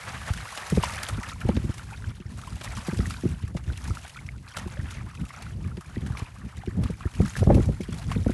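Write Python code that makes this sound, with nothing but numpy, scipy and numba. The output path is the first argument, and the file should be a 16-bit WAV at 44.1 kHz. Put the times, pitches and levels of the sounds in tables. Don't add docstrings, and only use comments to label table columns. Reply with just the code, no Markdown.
import sys
import numpy as np
from scipy import signal
from scipy.fft import rfft, irfft
from scipy.io import wavfile
from scipy.ndimage import uniform_filter1d
from numba import njit

SR = 44100
rng = np.random.default_rng(int(sys.argv[2]) if len(sys.argv) > 2 else 0)


def put_to_file(sound):
    columns = np.atleast_2d(sound).T
    safe = np.clip(columns, -1, 1)
    whole_steps = np.round(safe * 32767)
    wavfile.write(sys.argv[1], SR, whole_steps.astype(np.int16))


def elevation(decibels):
    levels = np.asarray(decibels, float)
    return 10 ** (levels / 20)


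N = 367684
TIME = np.arange(N) / SR


def on_log(table, hz):
    f, db = np.transpose(table)
    return np.interp(np.log(hz + 1), np.log(f), db)


def curves(table):
    s, *columns = np.transpose(table)
    return [np.interp(TIME, s, c) for c in columns]


def unit(x):
    return x / np.sqrt(np.mean(x ** 2))


def noise(lo_hz, hi_hz, order):
    sos = signal.butter(order, [lo_hz, hi_hz], "band", fs=SR, output="sos")
    return unit(signal.sosfilt(sos, rng.standard_normal(N)))


def walk(rate):
    k = int(SR / rate)
    steps = np.repeat(rng.standard_normal(N // 64 + 1)[:N // k + 1], k)
    return unit(uniform_filter1d(uniform_filter1d(steps, k), k)[:N])


@njit
def ring(n, start, hz, cycles, rise, glide, size):
    out = np.zeros(n)
    for g in range(len(start)):
        step = hz[g] / SR
        phase = 0.
        end = min(n, start[g] + int(5 * cycles[g] / step))
        for i in range(start[g], end):
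            turns = (i - start[g]) * step
            phase += 2 * np.pi * step * (1 + glide[g] * turns / cycles[g])
            envelope = (1 - np.exp(-turns / rise)) * np.exp(-turns / cycles[g])
            out[i] += size[g] * envelope * np.sin(phase)
    return out


def rings(s, db, hz, cycles, rise, glide):
    one = np.ones(len(s))
    return ring(N, (s * SR).astype(np.int64), 1. * hz, cycles * one, rise, glide * one, elevation(db))


def bursts(s, db, t60, rise_s):
    env = np.zeros(N)
    for t, level, fade in zip(s, elevation(db), np.clip(t60 + 0 * s, .008, .3)):
        start = max(int((t - rise_s) * SR), 0)
        age = np.arange(min(int(fade * SR), N - start)) / SR
        rounded_rise = 1 - np.exp(-(age / rise_s) ** 2)
        env[start:][:len(age)] += level * rounded_rise * 1000 ** (-age / fade)
    return env


def swells(base_db, s, held_s, db, rise_db_per_s, fall_db_per_s):
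    t = TIME[::64, None]
    each = db - rise_db_per_s * np.maximum(s - t, 0) - fall_db_per_s * np.maximum(t - s - held_s, 0)
    power_over_base = (elevation(each - base_db[::64, None]) ** 2).sum(axis=1)
    return base_db + np.interp(TIME, t[:, 0], 10 * np.log10(1 + power_over_base))


# start_s, held_s, level_db
GUST_SWELLS = [(0.719, 0.15, -28), (1.09, 0.094, -36.5), (1.45, 0.047, -26.5), (1.56, 0.11, -34.5),
               (2.04, 0.16, -35), (2.53, 0.25, -35), (2.879, 0.21, -35), (3.24, 0.08, -33),
               (3.431, 0.07, -28.5), (3.61, 0.11, -31.5), (3.78, 0.032, -29.5), (3.91, 0.053, -37.5),
               (4.78, 0.051, -35.5), (4.96, 0.15, -44), (5.21, 0.057, -34), (5.47, 0.28, -39),
               (5.97, 0.16, -34.5), (6.44, 0.15, -41.5), (6.781, 0.071, -25.5), (7.202, 0.057, -26.5),
               (7.433, 0.14, -17), (7.641, 0.052, -21.5), (7.8, 0.14, -30), (8.08, 0.17, -29),
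               (8.26, 0.14, -24.5)]


def gusty_eddies():
    breeze_db = np.full(N, -44)
    large_db = swells(breeze_db, *np.transpose(GUST_SWELLS), rise_db_per_s=360, fall_db_per_s=250)
    eddy = np.tanh(.7 * walk(25) + .35 * walk(12))
    flurry_db = 4 * eddy + 10 * np.minimum(eddy, 0)
    large = noise(46.7, 126.2, order=2)
    small = noise(162.6, 249.4, order=3) * unit(elevation(10 * np.tanh(.7 * walk(70))))
    small_db = -9.5 + 0.27 * (large_db + 25.0)
    eddies = large + elevation(small_db + .5 * flurry_db) * small
    tearing = noise(267, 680, order=3) * unit(elevation(9.3 * walk(90)))
    tearing_db = -37.5 + 3.9 * (large_db + 21.0) + flurry_db
    return elevation(large_db + 2.5 + flurry_db) * eddies + elevation(tearing_db) * tearing


# start_s, level_db, thump_db (low thump over level_db)
PORT_PUFFS = [(0.304, -47, 30.5), (0.723, -13, -13), (0.773, -10, -5.5), (1.181, -24.5, -3),
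              (1.451, -24.5, 8.5), (1.489, -10.5, -9.5), (1.569, -17, -2), (1.642, -26.5, -0.5),
              (1.693, -24, 5.5), (2.201, -32.5, -6), (2.256, -42, 15), (2.883, -19, -28), (2.927, -21, -3),
              (2.99, -17, 1), (3.237, -20, -7), (3.252, -14.5, -2), (3.437, -36, 17.5), (3.548, -20.5, -5),
              (3.903, -31.5, 14.5), (4.659, -26.5, -0.5), (4.79, -44.5, 24), (5.661, -36, 13),
              (5.777, -29.5, -11), (5.969, -22.5, -3), (6.028, -28, -2), (6.103, -36.5, 16),
              (6.219, -31, 10), (6.675, -23.5, 0.5), (6.772, -45, 27), (6.832, -40, 13), (6.898, -20, -12),
              (7.055, -26.5, 9.5), (7.202, -12.5, 5), (7.424, -29.5, 16), (7.472, -11, 6.5),
              (7.524, -20, 8.5), (7.548, -14, -18), (7.57, -14, -29), (7.579, -13, -14), (7.595, -18, -13),
              (7.689, -17.5, 1), (7.804, -22, -32), (7.887, -24.5, -23), (8.161, -18, -23),
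              (8.263, -12, -2), (8.295, -15.5, -5.5)]


def puffs():
    s, db, thump_db = np.transpose(PORT_PUFFS)
    thump_size, flap_size, whip_size = rng.random((len(s), 3)).T
    rush = bursts(s, db - 7.0, 0.065, rise_s=0.0029) * noise(344.2, 360, order=1)
    rush = signal.sosfilt(signal.butter(2, 800, fs=SR, output="sos"), rush)
    flap = rings(s, db + 7.5, 180 + 170 * flap_size, cycles=1.73, rise=0.87, glide=-0.13)
    thump_hz = 65 + 45 * thump_size
    thump = rings(s, db + thump_db + 12.5, thump_hz, cycles=0.43, rise=0.27, glide=0.065)
    whip_db = db + .5 * (db + 17.5)
    whip = rings(s, whip_db, 430 + 300 * whip_size, cycles=2.5, rise=2.1, glide=-0.15)
    return thump + flap + whip + rush


def wind():
    return gusty_eddies() + puffs()


# start_s, bubbling_db, spray_db (spray over bubbling_db)
CHURNED_WATER = [(0.0, -39.5, -10.5), (0.83, -37.5, -10.5), (1.41, -43.5, -13.5), (1.95, -48, -8.5),
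                 (2.28, -54, -13), (2.32, -45, -13), (3.09, -41, -8.5), (3.6, -57.5, -10.5),
                 (3.7, -47.5, -10), (3.95, -43.5, -9.5), (4.42, -53, -12.5), (4.89, -42, -16.5),
                 (5.08, -49.5, -13), (5.44, -42, -16.5), (5.57, -50.5, -13.5), (6.1, -46.5, -13),
                 (6.52, -48, -16.5), (7.02, -47.5, -13.5), (7.38, -46.5, -5), (7.88, -48, -11.5),
                 (8.15, -45, -11), (8.33, -47.5, -10)]


def churning():
    churn_db, spray_db = curves(CHURNED_WATER)
    slap_s, crack_db, _ = np.transpose(WATER_SLAPS)
    wash_db = crack_db - 15
    churn_db = swells(churn_db, slap_s, 0, wash_db, rise_db_per_s=614, fall_db_per_s=146)
    return churn_db, spray_db


def dense_slosh(churn_db):
    slosh_db = -48.0 + 1.66 * (churn_db + 41.0)
    return elevation(slosh_db) * noise(553, 2230, order=2) * unit(elevation(3.8 * walk(60)))


# frequency_hz, level_db
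SPRAY_COLOUR = [(500, -16), (1000, -1), (2200, 2), (3800, 1), (11000, -2), (12500, -9)]


def spray_hiss():
    colour = elevation(on_log(SPRAY_COLOUR, np.arange(N // 2 + 1) * SR / N))
    return irfft(rfft(rng.standard_normal(N)) * colour, N)


def pattering(hiss, drop_s, drop_db, long, spray_db):
    patter = bursts(drop_s, drop_db - 2.5, .008 + .03 * long ** 2, rise_s=.002)
    flicker = unit(hiss * elevation(0.26 * walk(570)))
    return elevation(spray_db + 3.0) * flicker * unit(0.61 + patter)


# pitch_hz, level_db
BUBBLE_LOUDNESS = [(480, -18), (750, -8.5), (1300, 0.5), (2200, -1), (3300, 2), (6000, 8), (11500, 1)]


def bubbling(drop_s, drop_db, db, spray_db, count):
    parent, lag, size, loud, life = rng.random((count, 5)).T
    parent = (parent * len(drop_s)).astype(int)
    size = (rng.random(len(drop_s))[parent] + .45 * size) % 1
    s = np.minimum(drop_s[parent] - 0.013 * np.log(lag), (N - 1) / SR)
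    lowest_hz, highest_hz = BUBBLE_LOUDNESS[0][0], BUBBLE_LOUDNESS[-1][0]
    hz = lowest_hz * (highest_hz / lowest_hz) ** size
    at = (s * SR).astype(int)
    fizz_share = np.clip(np.log2(hz / 2200), 0, 1)
    each_db = on_log(BUBBLE_LOUDNESS, hz) + db[at] + fizz_share * spray_db[at]
    each_db += (db[at] + 48.0) * np.clip(np.log2(1100 / hz), 0, 1)
    each_db += 13 * loud ** 3 + .55 * drop_db[parent]
    cycles = (1.0 + 5.1 * life ** 2) * (hz / 1000) ** 0.27
    return rings(s, each_db, hz, cycles, rise=0.66, glide=0.039)


# start_s, level_db, starting pitch_hz
SURFACE_CHIRPS = [(1.922, -29.5, 760), (4.768, -33.5, 506)]


def rising_chirps(churn_db):
    when, size, loud = rng.random((160, 3)).T
    s, db, hz = np.transpose(SURFACE_CHIRPS)
    scattered_db = churn_db[(when * (N - 1)).astype(int)] + 7 * loud ** 2
    s = np.r_[s, when * (N - 1) / SR]
    hz = np.r_[hz, 600 * 4 ** size]
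    return rings(s, np.r_[db, scattered_db], hz, cycles=5.5, rise=2.5, glide=.14)


# start_s, level_db, starting pitch_hz
LOUD_BUBBLES = [(0.836, -9.5, 966), (1.491, -17.5, 870), (1.714, -30, 1470), (1.795, -27, 1400),
                (2.042, -25.5, 1530), (2.436, -27, 1270), (2.676, -23, 1870), (2.773, -24, 1130),
                (3.057, -20.5, 1840), (3.106, -21.5, 1290), (3.701, -27, 1470), (3.88, -30, 885),
                (3.971, -22, 1330), (4.289, -20, 2120), (4.571, -20, 1340), (4.771, -29, 1740),
                (5.305, -29, 1120), (6.151, -26, 1130), (6.171, -21.5, 2220), (6.203, -27, 1110),
                (6.635, -29, 764), (6.836, -31, 1270), (6.858, -27, 1180), (7.257, -24, 1320),
                (7.278, -27, 1610), (7.354, -19, 1670), (7.366, -20, 1700), (8.116, -24, 1090)]


def plops():
    s, db, hz = np.transpose(LOUD_BUBBLES)
    return rings(s, db, hz, cycles=2.75, rise=0.86, glide=0.013)


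# start_s, crack_db, body_db (wet body over crack_db)
WATER_SLAPS = [(0.5749, -24.5, 10.5), (0.7, -23.5, -14), (0.835, -19, 10), (0.936, -27.5, -10),
               (1.032, -20, -17), (1.0881, -24, 7.5), (1.289, -28, -18), (1.488, -34.5, 13.5),
               (1.566, -38, 24), (1.7415, -28.5, -4), (2.612, -33.5, 18.5), (2.6452, -28, -2),
               (2.772, -28, 1), (2.8685, -27.5, -24.5), (3.5688, -32.5, 13.5), (3.774, -30.5, -20),
               (3.8417, -31, -35.5), (4.485, -34, -19), (4.568, -23, 3.5), (4.586, -27.5, 7),
               (4.6754, -30.5, -23), (4.907, -29, -15), (5.422, -31, 10), (5.771, -44, 21.5),
               (6.173, -33, 11), (6.1944, -31, 12), (6.57, -34, 3), (6.836, -28.5, 7.5),
               (7.2566, -32.5, -18), (7.3659, -26.5, 9.5), (7.552, -29.5, -21), (7.62, -27.5, -17),
               (7.988, -28.5, -15), (8.1155, -29, 14)]


def wet_slaps():
    slap_s, crack_db, body_db = np.transpose(WATER_SLAPS)
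    t60 = .034 + .0006 * (crack_db + 30)
    rise_s = .0028
    crack_noise = noise(2800, 11500, order=1) * unit(elevation(5 * walk(400)))
    cracks = bursts(slap_s, crack_db - 5.5, t60, rise_s) * crack_noise
    lag, size, loud = rng.random((len(slap_s), 10, 3)).T
    tick_s = (slap_s - 0.012 * np.log(lag) - .002).ravel()
    tick_db = (crack_db + 1.5 - 24 * loud).ravel()
    tick_hz = (2000 * 5.5 ** size).ravel()
    ticks = rings(tick_s, tick_db, tick_hz, cycles=1.5, rise=0.38, glide=0.027)
    body_envelope = bursts(slap_s, crack_db + body_db - 13.0, 1.36 * t60, rise_s)
    return cracks + ticks + body_envelope * noise(220, 3150, order=2)


def water():
    churn_db, spray_db = churning()
    hiss = spray_hiss()
    when, loud, long = rng.random((800, 3)).T
    drop_s = when * (N - 1) / SR
    drop_db = 18 * loud ** 3
    spray = pattering(hiss, drop_s, drop_db, long, churn_db + spray_db)
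    bubbles = bubbling(drop_s, drop_db, churn_db - 5.0, spray_db, count=12000)
    slaps = wet_slaps()
    chirps = rising_chirps(churn_db)
    slosh = dense_slosh(churn_db)
    return slosh + spray + bubbles + slaps + plops() + chirps


def scene():
    return (water() + wind())[None]


def roll_off(x):
    return signal.sosfilt(signal.butter(12, 12570, fs=SR, output="sos"), x)


def record(dry):
    x = signal.sosfilt(signal.butter(4, 42, "high", fs=SR, output="sos"), dry)
    ceiling = .45
    x = ceiling * np.tanh(x / ceiling)
    x = signal.sosfilt(signal.butter(12, 11700, fs=SR, output="sos"), x)
    return roll_off(x)


dry = scene()
out = record(dry)
put_to_file(out)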